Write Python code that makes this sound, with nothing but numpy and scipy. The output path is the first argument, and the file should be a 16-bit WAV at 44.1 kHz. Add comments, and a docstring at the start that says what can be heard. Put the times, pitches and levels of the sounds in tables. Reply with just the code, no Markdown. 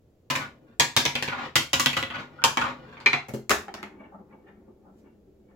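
"""A wooden ball is set on a wooden zigzag ramp toy in a small, quiet room. It drops down four ramps,
bouncing and rattling on each; on all but the second it then rolls smoothly and gathers speed. Each knock
rings the ramp and the frame. At about 3 s it hits the end stop, glances off a roll of tape and lands in a
plastic marble-run funnel. There it circles with a hollow, fading rumble that swells at each pass near
the hole. Just before 5 s something soft brushes faintly in the room."""
import sys
import numpy as np
from scipy import signal
from scipy.fft import rfft, irfft
from scipy.io import wavfile

SR = 44100
rng = np.random.default_rng(int(sys.argv[2]) if len(sys.argv) > 2 else 0)


def to_wav(sig):
    """Store sig (one row per channel, or 1-D mono) as 16-bit WAV at the path in sys.argv[1].

    Samples outside -1..1 are clipped; the rate is SR.
    """
    pcm = np.clip(np.atleast_2d(sig), -1, 1) * 32767
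    pcm = np.round(pcm).astype(np.int16)
    wavfile.write(sys.argv[1], SR, pcm.T)  # frames by channels


N = 245131
TIME = np.arange(N) / SR
RING_SAMPLES = 22050
AGE = np.arange(RING_SAMPLES) / SR  # seconds since an impact
FILTER_HZ, SCENE_HZ = np.fft.rfftfreq(2 * RING_SAMPLES, 1 / SR), np.fft.rfftfreq(N, 1 / SR)

# low modes of the toy's upright frame and the funnel's dish: pitch_hz, level_db, t60_s
FRAME_MODES = [(102, -5.5, 0.17), (140.9, 0.5, 0.28), (245.5, 1.5, .25), (267.1, -9.5, 0.34),
               (330.6, -6.5, 0.26), (540, 1.5, 0.18)]
DISH_MODES = [(205.5, 7.5, 0.11), (215.3, -5, 0.41), (282, -8.5, 0.15), (305, -9, 0.27), (371.4, 6, 0.15),
              (403.6, -5, 0.094), (526, -2, 0.16)]
# decay of toy and room together: frequency_hz, t60_s
DECAY = [(100, 0.35), (260, 0.29), (700, 0.28), (1840, 0.26), (4850, 0.26), (12800, 0.24)]
# likeness of left and right: frequency_hz, correlation
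STEREO_LIKENESS = [(130, 0.93), (260, 0.98), (520, 0.69), (1000, 0.32), (4000, 0.033), (12000, 0.44)]


def struck_parts():
    """The parts that the ball strikes on its way down, each with a dull body and a clear ring."""
    # dense, quickly dying vibration: frequency_hz, level_db
    ramp1_body = [(29, -48), (50, -25.5), (135, -8), (198, -27), (246, 1.5), (461, -19.5), (532, -6),
                  (802, -17.5), (1070, -4), (1300, -7.5), (2440, -7.5), (2880, -11), (16000, -35)]
    ramp2_body = [(29, -20.5), (50, -13), (138, -3), (189, -8), (258, -5), (291, -9), (520, -4.5),
                  (615, -10), (950, -1), (1300, -6.5), (2440, 0.5), (2950, -4.5), (3500, -2.5), (5670, -14),
                  (16000, -32.5)]
    ramp3_body = [(29, -38), (50, -16), (101, 3.5), (180, -11), (240, -1.5), (321, -4), (389, -12),
                  (532, -3.5), (601, -9), (1100, -1), (1620, -3.5), (2110, -0.5), (2320, -1), (2810, 0.5),
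                  (16000, -25.5)]
    ramp4_body = [(29, -50.5), (50, -17), (138, -10), (189, -12), (246, -14.5), (461, -11.5), (545, -12.5),
                  (615, -14), (927, -0.5), (2210, -13), (3180, -9), (3670, -15), (7390, -25), (8750, -28),
                  (16000, -42.5)]
    stop_body = [(29, -56), (50, -25), (141, -11), (184, -24.5), (252, -15), (291, -15.5), (398, -6),
                 (586, -26.5), (822, -8.5), (1540, -9.5), (2320, -2.5), (2750, -14.5), (4040, -14.5),
                 (4560, -23.5), (16000, -59.5)]
    tape_body = [(29, -75), (50, -29.5), (119, 2), (171, -6), (218, -35), (291, -17), (520, -10),
                 (997, -23), (2880, -35), (6870, -44.5), (16000, -50)]
    funnel_body = [(29, -23), (50, -13), (87, -3.5), (141, -10), (193, -13), (321, -4), (418, 4),
                   (495, -14.5), (601, -4), (1700, -6), (3580, -14), (6710, -18.5), (16000, -31.5)]
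    # clear modes: pitch_hz, level_db, t60_s
    ramp1_modes = [(1020, 5, 0.22), (1420, 3, 0.088), (1814, 4, 0.3), (2400, -10.5, 0.068),
                   (3500, -22, 0.26)]
    ramp2_modes = [(955, -3.5, 0.37), (1675, -5.5, 0.54), (2000, -19.5, .2), (2320, -5.5, .22),
                   (2440, -6, 0.29), (3287, 0, 0.14), (3350, -4.5, .16), (3180, -3, .16),
                   (3420, -0.5, 0.062), (4150, -9.5, .15), (5670, -16, 0.14)]
    ramp3_modes = [(335.6, -1, .18), (714, -7, 0.24), (1057, -6, 0.089), (1090, -3.5, 0.31),
                   (1424, 4, 0.25), (1733, -0.5, .14), (1970, 14, .16), (2320, -5.5, 0.14), (2590, 0, .17),
                   (2900, 2, 0.19), (2901, -3.5, 0.12), (3000, -5.5, 0.26), (3755, -2, 0.062),
                   (4114, -15.5, .15)]
    ramp4_modes = [(909, 3.5, 0.21), (1086, -1, 0.18), (1210, -8.5, 0.16), (1260, -4.5, 0.08),
                   (1450, -7.5, 0.42), (1840, -5, 0.16), (1870, -11.5, 0.07), (2385, -10.5, 0.094),
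                   (3230, -7.5, 0.11)]
    stop_modes = [(399, -18.5, 0.21), (1457, -11, 0.13), (2210, 0, 0.091), (2330, 3, 0.14),
                  (2421, 1.5, 0.15), (4080, -13.5, 0.23)]
    tape_modes = [(129, 1.5, 0.61), (218.6, -0.5, 0.38), (262, -3, 0.25), (341.6, -1.5, 0.36),
                  (388, -6, 0.32), (550, -4, 0.14)]
    funnel_modes = [(412, 14, 0.13), (576, 1, 0.21), (857, 10.5, 0.18), (1206, 2, 0.29), (1737, 1, 0.22),
                    (1878, -0.5, 0.24), (2630, -20, 0.19), (2830, 2, 0.21), (2840, -11, 0.13),
                    (3170, 4, 0.14), (3940, -17, 0.17), (4400, -3, 0.16)]
    # start_s, body, clear modes, low modes, thump_db
    return [(0, ramp1_body, ramp1_modes, FRAME_MODES, 0.5),
            (.7, ramp2_body, ramp2_modes, FRAME_MODES, 3),
            (1.5, ramp3_body, ramp3_modes, FRAME_MODES, 2.24),
            (2.3, ramp4_body, ramp4_modes, FRAME_MODES, 2.5),
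            (3.03, stop_body, stop_modes, FRAME_MODES, 1.5),
            (3.25, tape_body, tape_modes, tape_modes, -6),
            (3.45, funnel_body, funnel_modes, DISH_MODES, -1)]


def knocks(body_db=-1, low_ring_db=-2, body_bass_db=-3, spot_octaves=0.27, thump_per_softness=.1):
    """Each knock sounds the part that the ball has reached; soft ones thump, hard ones snap."""
    # the ball's blows, each favouring a pitch set by the spot it strikes:
    # start_s, level_db, hardness_db, crack_db, ring_db, spot_hz, spot_db
    hits = [(0.301, 7, 2.5, -27.5, -7, 890, 10), (0.353, 5, 2, -18.5, -7, 2400, 4.5),
            (0.7979, 14, 6.5, -6, -5, 7600, 7.5), (0.965, 13, 8, -8.5, -13, 5540, 0),
            (1.053, 9, 2.5, -6.5, -7.5, 5770, 7), (1.1536, 7.5, -1.5, -4.5, -15, 2420, 4),
            (1.225, 5, 3.5, -4, -13, 1740, 10), (1.277, 2, -6, -8, -8.5, 2410, 3.5),
            (1.5559, 13.5, 5, -12, -6.5, 2116, 2), (1.732, 11, 2.5, -9, -8, 6650, 2.5),
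            (1.7971, 8.5, 8, -6, -7, 1127, 15.5), (1.86, 13.5, -0.5, -1.5, -12.5, 3190, 9),
            (1.931, -0.5, -0.5, -8, -4.5, 2430, 9), (1.967, 7, -2.5, -16.5, -5.5, 1430, 5),
            (2.027, 2.5, -9, -3, -4, 3770, 6), (2.102, -3.5, -17, -12, -11.5, 690, 8.5),
            (2.158, -5, -18, -4.5, -4.5, 1104, 11), (2.387, -12, -26, -5, -2, 1390, 30),
            (2.4188, -7, -14, -3, -9, 1560, 12.5), (2.4392, 16, 9, -4, -6, 3090, 3),
            (2.572, 11, -4, -3, -7, 2300, 8), (2.613, 6, -2.5, -12, -5.5, 1480, 6),
            (2.64, 3.5, -13, -6, -2, 1193, 12.5), (2.969, -14.5, -22, -14.5, -11, 2240, 15),
            (3.002, -16, -1.5, -12, -10, 4520, 13), (3.06, 13, 7.5, -3.5, 2.5, 3008, 8.5),
            (3.131, 11.5, 1.5, -4, -5, 707, 16), (3.284, -11.5, 6, -20.5, -13, 2110, 5),
            (3.337, -12.5, 9, -13.5, 14, 425, 13.5), (3.4949, 4.5, 6.5, -6, -13, 2320, 4.5),
            (3.5063, 12.5, 2, -10, -8.5, 1820, 8), (3.682, -8, -15, -1.5, -8.5, 771, 17.5),
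            (3.7405, -7.5, -2.5, -3, -18, 5190, 10), (3.829, -4, -9, -1, -11.5, 2050, 5)]
    knock_band = (FILTER_HZ > 700) & (FILTER_HZ < 3500)
    thump_band = (FILTER_HZ > 80) & (FILTER_HZ < 400)
    parts, out = struck_parts(), np.zeros((2, N))
    part_rooms = [room() for _ in parts]  # knocks on one part share some of their fine pattern
    for start_s, level_db, hardness_db, crack_db, ring_db, spot_hz, spot_db in hits:
        reached = sum(start_s >= part[0] for part in parts[1:])
        _, body_colour, modes, low_modes, thump_db = parts[reached]
        spot = [(spot_hz / 2 ** spot_octaves, 0), (spot_hz, spot_db), (spot_hz * 2 ** spot_octaves, 0)]
        bass_db = thump_db - thump_per_softness * hardness_db
        contact = [(350, bass_db), (800, 0), (3000, 0), (5500, hardness_db)]
        shape_db = curve(body_colour) + curve(spot) + curve(contact) + grain()
        shape_db -= 10 * np.log10(np.mean(amp(shape_db) ** 2 * knock_band))  # level set by the mids
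        thump = np.sqrt(np.mean(amp(shape_db) ** 2 * thump_band))
        reflections = unit(.7 * part_rooms[reached] + room())
        impact = unit(reflections + amp(crack_db) * crack())
        body = amp(body_db) * colour(impact, shape_db + curve([(330, body_bass_db), (600, 0)]))
        clear_ring = amp(ring_db) * ring(modes, rise_s=0.0015, weights=spot)
        low_ring = amp(low_ring_db) * thump * ring(low_modes, rise_s=0.0045)
        add(out, start_s, amp(level_db) * (body + clear_ring + low_ring))
    return out


def crack(contact_s=0.00054, tilt_db=3):
    """The direct sound of contact; the higher the pitch, the more of it arrives this way."""
    burst = unit(stereo_noise(RING_SAMPLES) * AGE * np.exp(-AGE / contact_s))
    return colour(burst, curve([(1000, -tilt_db), (3500, 0), (8000, tilt_db)]))


def ring(modes, rise_s, weights=((0, 0),), scatter_db=2.5):
    """Damped modes, weighted by (frequency_hz, gain_db) points; high ones reach the sides out of step."""
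    hz, mode_db, t60_s = np.transpose(modes)[:, :, None]
    strength, phase, side = rng.standard_normal((3, len(modes), 1))
    lag = np.arccos(np.clip(curve(STEREO_LIKENESS, hz), -1, 1)) * np.sign(side)
    waves = np.sin(2 * np.pi * (hz * AGE + phase) + np.array([0 * lag, lag]))
    lasts_s = np.minimum(t60_s, curve(DECAY, hz))  # no mode outlasts the toy and room together
    level_db = mode_db + curve(weights, hz) + scatter_db * strength - 60 * AGE / lasts_s
    return unit((amp(level_db) * waves).sum(1) * (1 - np.exp(-AGE / rise_s)))


def grain(depth_db=2.6, spacing_hz=130):
    """Peaks and valleys, in dB, of the many short-lived modes that one point of contact excites."""
    knots_hz = np.arange(0, SR / 2, spacing_hz)
    ripple = np.interp(FILTER_HZ, knots_hz, rng.standard_normal(len(knots_hz)))
    return ripple * depth_db * curve([(500, 0), (1500, 1.4), (4000, 1.4), (9000, .6)])


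def ramp_roll(rumble_db=-41, grit_db=-35, grit_power=1.84, speedup_db_per_s=11.5):
    """The force of the ball on the wooden rails drives a rumble and, more steeply, a grit."""
    # force on each ramp (on the second the rattle hides the smooth roll):
    # start_s, rattle_end_s, roll_end_s, rattle_db, roll_end_db
    runs = [(.34, 0.448, 0.73, -1.5, -16.5), (1.25, 1.456, 1.4, 0, -14), (2.06, 2.226, 2.42, -1, -11),
            (2.6, 2.696, 3.05, 0.5, -7)]
    # colours of rolling on wood: frequency_hz, level_db
    rumble = [(40, -19.5), (110, -1), (260, -1), (550, -5.5), (900, -16), (2000, -48.5)]
    grit = [(300, -35.5), (800, -1.5), (1150, -0.5), (1500, -2), (1800, -5), (2600, -9), (4200, -16),
            (7500, -32.5), (9000, -41.5), (16000, -48)]
    # higher modes of the rails: pitch_hz, level_db, t60_s
    rail_modes = [(1130, -3, 0.18), (1235, -2.5, .14), (1440, 1, 0.18), (1615, 0.5, 0.048),
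                  (2400, -1.5, 0.12), (4400, -1, 0.12)]
    force = np.zeros(N)
    for start_s, rattle_end_s, roll_end_s, rattle_db, roll_end_db in runs:
        rattle = amp(rattle_db) * held(start_s, rattle_end_s)
        speedup = amp(roll_end_db - speedup_db_per_s * np.maximum(roll_end_s - TIME, 0))
        force += np.maximum(rattle, speedup * held(start_s, roll_end_s))
    levels = [amp(rumble_db) * force, amp(grit_db) * force ** grit_power]
    return rolling(levels, [rumble, grit], FRAME_MODES + rail_modes,
                   modes_db=-1.5, jolts_per_s=400, spread_db=5.5, stretch_s=.11)


def funnel_roll(start_s=3.56, near_hole_s=4, swell_period_s=0.51):
    """The slowing ball grows quieter and duller; its oval path speeds it up at each pass near the hole."""
    # one row each for rumble, hollow rasp and grit: start_db, fade_db_per_s, swell_db
    circling = [(-52, 4, 2.2), (-54.5, 17, 0.5), (-66, 13, 7)]
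    # bumps under the ball: centre_s, half_length_s, rumble_db, rasp_db, grit_db
    bumps = [(3.781, 0.011, -56, -51, -45.5), (4.001, .005, -48, -43, -54), (4.043, .012, -55, -56, -55),
             (4.138, 0.015, -51, -43.5, -70), (4.192, 0.0099, -42.5, -48.5, -84),
             (4.319, .016, -46.5, -54.5, -61), (4.478, 0.011, -48, -53.5, -52.5),
             (4.679, .018, -51, -63, -83), (4.868, 0.022, -55, -54.5, -85), (5.06, .018, -52, -62, -65),
             (5.268, .02, -52.5, -81.5, -89), (5.503, .018, -58, -63.5, -68)]
    # colours of rolling on plastic: frequency_hz, level_db
    rumble = [(40, -16), (120, -8), (210, 12), (400, 12), (520, 3), (800, -9), (1500, -63)]
    rasp = [(300, -37), (600, 3), (880, 2), (1250, -1.5), (1600, -14), (2500, -48)]
    grit = [(900, -17), (1600, 15.5), (2300, 6.5), (3200, -3), (5000, -28), (16000, -40)]
    # higher modes of the dish: pitch_hz, level_db, t60_s
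    rim_modes = [(710, -16, 0.06), (820, 7, 0.092), (892, 4, 0.14), (1213, -2.5, 0.087),
                 (1370, -1.5, 0.095), (1885, -6, 0.034), (2320, -3, 0.046)]
    start_db, fade_db_per_s, swell_db = np.transpose(circling)[:, :, None]
    nearness = np.cos(2 * np.pi * (TIME - near_hole_s) / swell_period_s)  # a swell about every half lap
    levels = amp(start_db - fade_db_per_s * (TIME - start_s) + swell_db * nearness) * (TIME > start_s)
    for centre_s, half_length_s, *bump_db in bumps:
        bump = np.exp(-((TIME - centre_s) / half_length_s) ** 2 / 2)
        levels = np.maximum(levels, amp(bump_db)[:, None] * bump)
    return rolling(levels, [rumble, rasp, grit], DISH_MODES + rim_modes,
                   modes_db=1, jolts_per_s=600, spread_db=1, stretch_s=.09)


def rolling(levels, colours, modes, modes_db, jolts_per_s, spread_db, stretch_s, variants=4):
    """Jolts shake the track in several colours; its resonances shift from one stretch to the next."""
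    stretch = (TIME // stretch_s) % variants
    out = np.zeros((2, N))
    for level, tone in zip(levels, colours):
        clicks = jolts(level, jolts_per_s, spread_db)
        for variant in range(variants):
            body = unit(colour(room(), curve(tone) + grain()))
            # the ball's weight detunes the modes differently at each place
            detuned = np.array(modes) * [1 + .04 * rng.uniform(-1, 1), 1, 1]
            ringing = amp(modes_db) * ring(detuned, rise_s=0.0035, weights=tone, scatter_db=3.5)
            out += signal.oaconvolve(clicks * (stretch == variant), unit(body + ringing), axes=1)[:, :N]
    return out


def jolts(level, per_s, spread_db):
    """Tiny random impacts of something moving over an uneven surface."""
    clicks = (rng.random(N) < per_s / SR) * rng.choice([-1, 1], N)
    clicks = clicks * amp(spread_db * np.minimum(rng.exponential(1, N), 3))
    return (clicks / clicks.std() * level)[None]


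def brush(start_s=4.9, end_s=4.995, end_db=-73.5):
    """Something soft brushes lightly: a fine hiss of tiny contacts that swells and stops."""
    # colour of the brushing: frequency_hz, level_db
    hiss = [(1000, -20), (3000, -6), (6500, -4), (8500, -6.5), (16000, -15)]
    swell = amp(end_db) * np.clip((TIME - start_s) / (end_s - start_s), 0, 1) * (TIME < end_s)
    response = unit(colour(room(), curve(hiss)))
    return signal.oaconvolve(jolts(swell, per_s=2000, spread_db=3), response, axes=1)[:, :N]


def room(early_db=-8, wall_s=.0085, early_decay_s=0.0019, bass_rise_s=0.0016):
    """The room's response: a cluster of reflections off the near wall, and a diffuse tail."""
    hz, t, spectrum = signal.stft(stereo_noise(RING_SAMPLES), SR, nperseg=256)
    rise_s = bass_rise_s * np.sqrt(300 / (hz[:, None] + 100))  # the bass builds up last
    rise = 1 - np.exp(-(t + 0.0013) / rise_s)
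    decay = amp(-60 * t / curve(DECAY, hz)[:, None])
    tail = signal.istft(spectrum * rise * decay, SR, nperseg=256)[1][:, :RING_SAMPLES]
    early = stereo_noise(RING_SAMPLES) * (AGE > wall_s) * np.exp(-abs(AGE - wall_s) / early_decay_s)
    return unit(unit(tail) + amp(early_db) * unit(early))


def room_tone(level_db=-61):
    """Steady low murmur and faint hiss of the room."""
    # colour of the quiet room: frequency_hz, level_db
    murmur = [(25, -4), (70, 6.5), (160, -1), (490, -2), (890, -20.5), (1650, -27.5), (4600, -32.5),
              (9000, -37), (15500, -36.5)]
    noise = irfft(rfft(stereo_noise(N)) * amp(curve(murmur, SCENE_HZ)), N)
    return amp(level_db) * noise / noise.std()


def stereo_noise(count):
    """White noise, nearly mono in the bass and wide in the treble."""
    left, other = rfft(rng.standard_normal((2, count)))
    likeness = np.clip(curve(STEREO_LIKENESS, np.fft.rfftfreq(count, 1 / SR)), -1, 1)
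    right = likeness * left + np.sqrt(1 - likeness ** 2) * other
    return irfft(np.array([left, right]), count)


def held(start_s, end_s, rise_s=0.054, settle_s=0.01):
    """Envelope of a stretch of rolling: rise, hold, die away."""
    return np.clip((TIME - start_s) / rise_s, 0, 1) * np.exp(-np.maximum(TIME - end_s, 0) / settle_s)


def colour(sound, gain_db):
    """Minimum-phase EQ, with gains on FILTER_HZ: nothing rings ahead of the attack."""
    cepstrum = irfft(np.log(amp(gain_db)))
    cepstrum[1:RING_SAMPLES] *= 2
    cepstrum[RING_SAMPLES + 1:] = 0
    return irfft(rfft(sound, 2 * RING_SAMPLES) * np.exp(rfft(cepstrum)))[:, :RING_SAMPLES]


def curve(points, hz=FILTER_HZ):
    """A table's value along a logarithmic frequency axis."""
    knots_hz, values = np.transpose(points)
    return np.interp(np.log(hz + 1), np.log(knots_hz + 1), values)


def amp(db):
    """Decibels to gain."""
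    return 10 ** (np.asarray(db) / 20)


def unit(sound):
    """Scales a sound to an average energy of 1 per channel."""
    return sound / np.sqrt((sound ** 2).sum(-1).mean() + 1e-20)


def add(mix, start_s, sound):
    """Mixes a stereo sound in at a time."""
    span = mix[:, round(start_s * SR):][:, :sound.shape[1]]
    span += sound[:, :span.shape[1]]


def scene():
    """Knocks and rolling, both a little left of centre, over the quiet room and the faint brush."""
    knocking = knocks() * amp([[.47], [-.47]])
    rolls = (ramp_roll() + funnel_roll()) * amp([[.7], [-.7]])
    return knocking + rolls + room_tone() + brush()


def record(dry, ceiling=.92, cutoff_hz=16100):
    """The microphone's colour, a soft ceiling on the sharpest peaks, then a low-pass."""
    # treble colour: frequency_hz, gain_db
    treble = [(5500, 0), (7500, 2), (8400, -5.5), (11000, -0.5), (15500, 0)]
    coloured = irfft(rfft(dry) * amp(curve(treble, SCENE_HZ)), N)
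    limited = coloured / (1 + (coloured / ceiling) ** 8) ** (1 / 8)
    low_pass = signal.firwin(301, cutoff_hz, window=("kaiser", 9), fs=SR)
    return signal.oaconvolve(limited, low_pass[None], "same")


dry = scene()
out = record(dry)
to_wav(out)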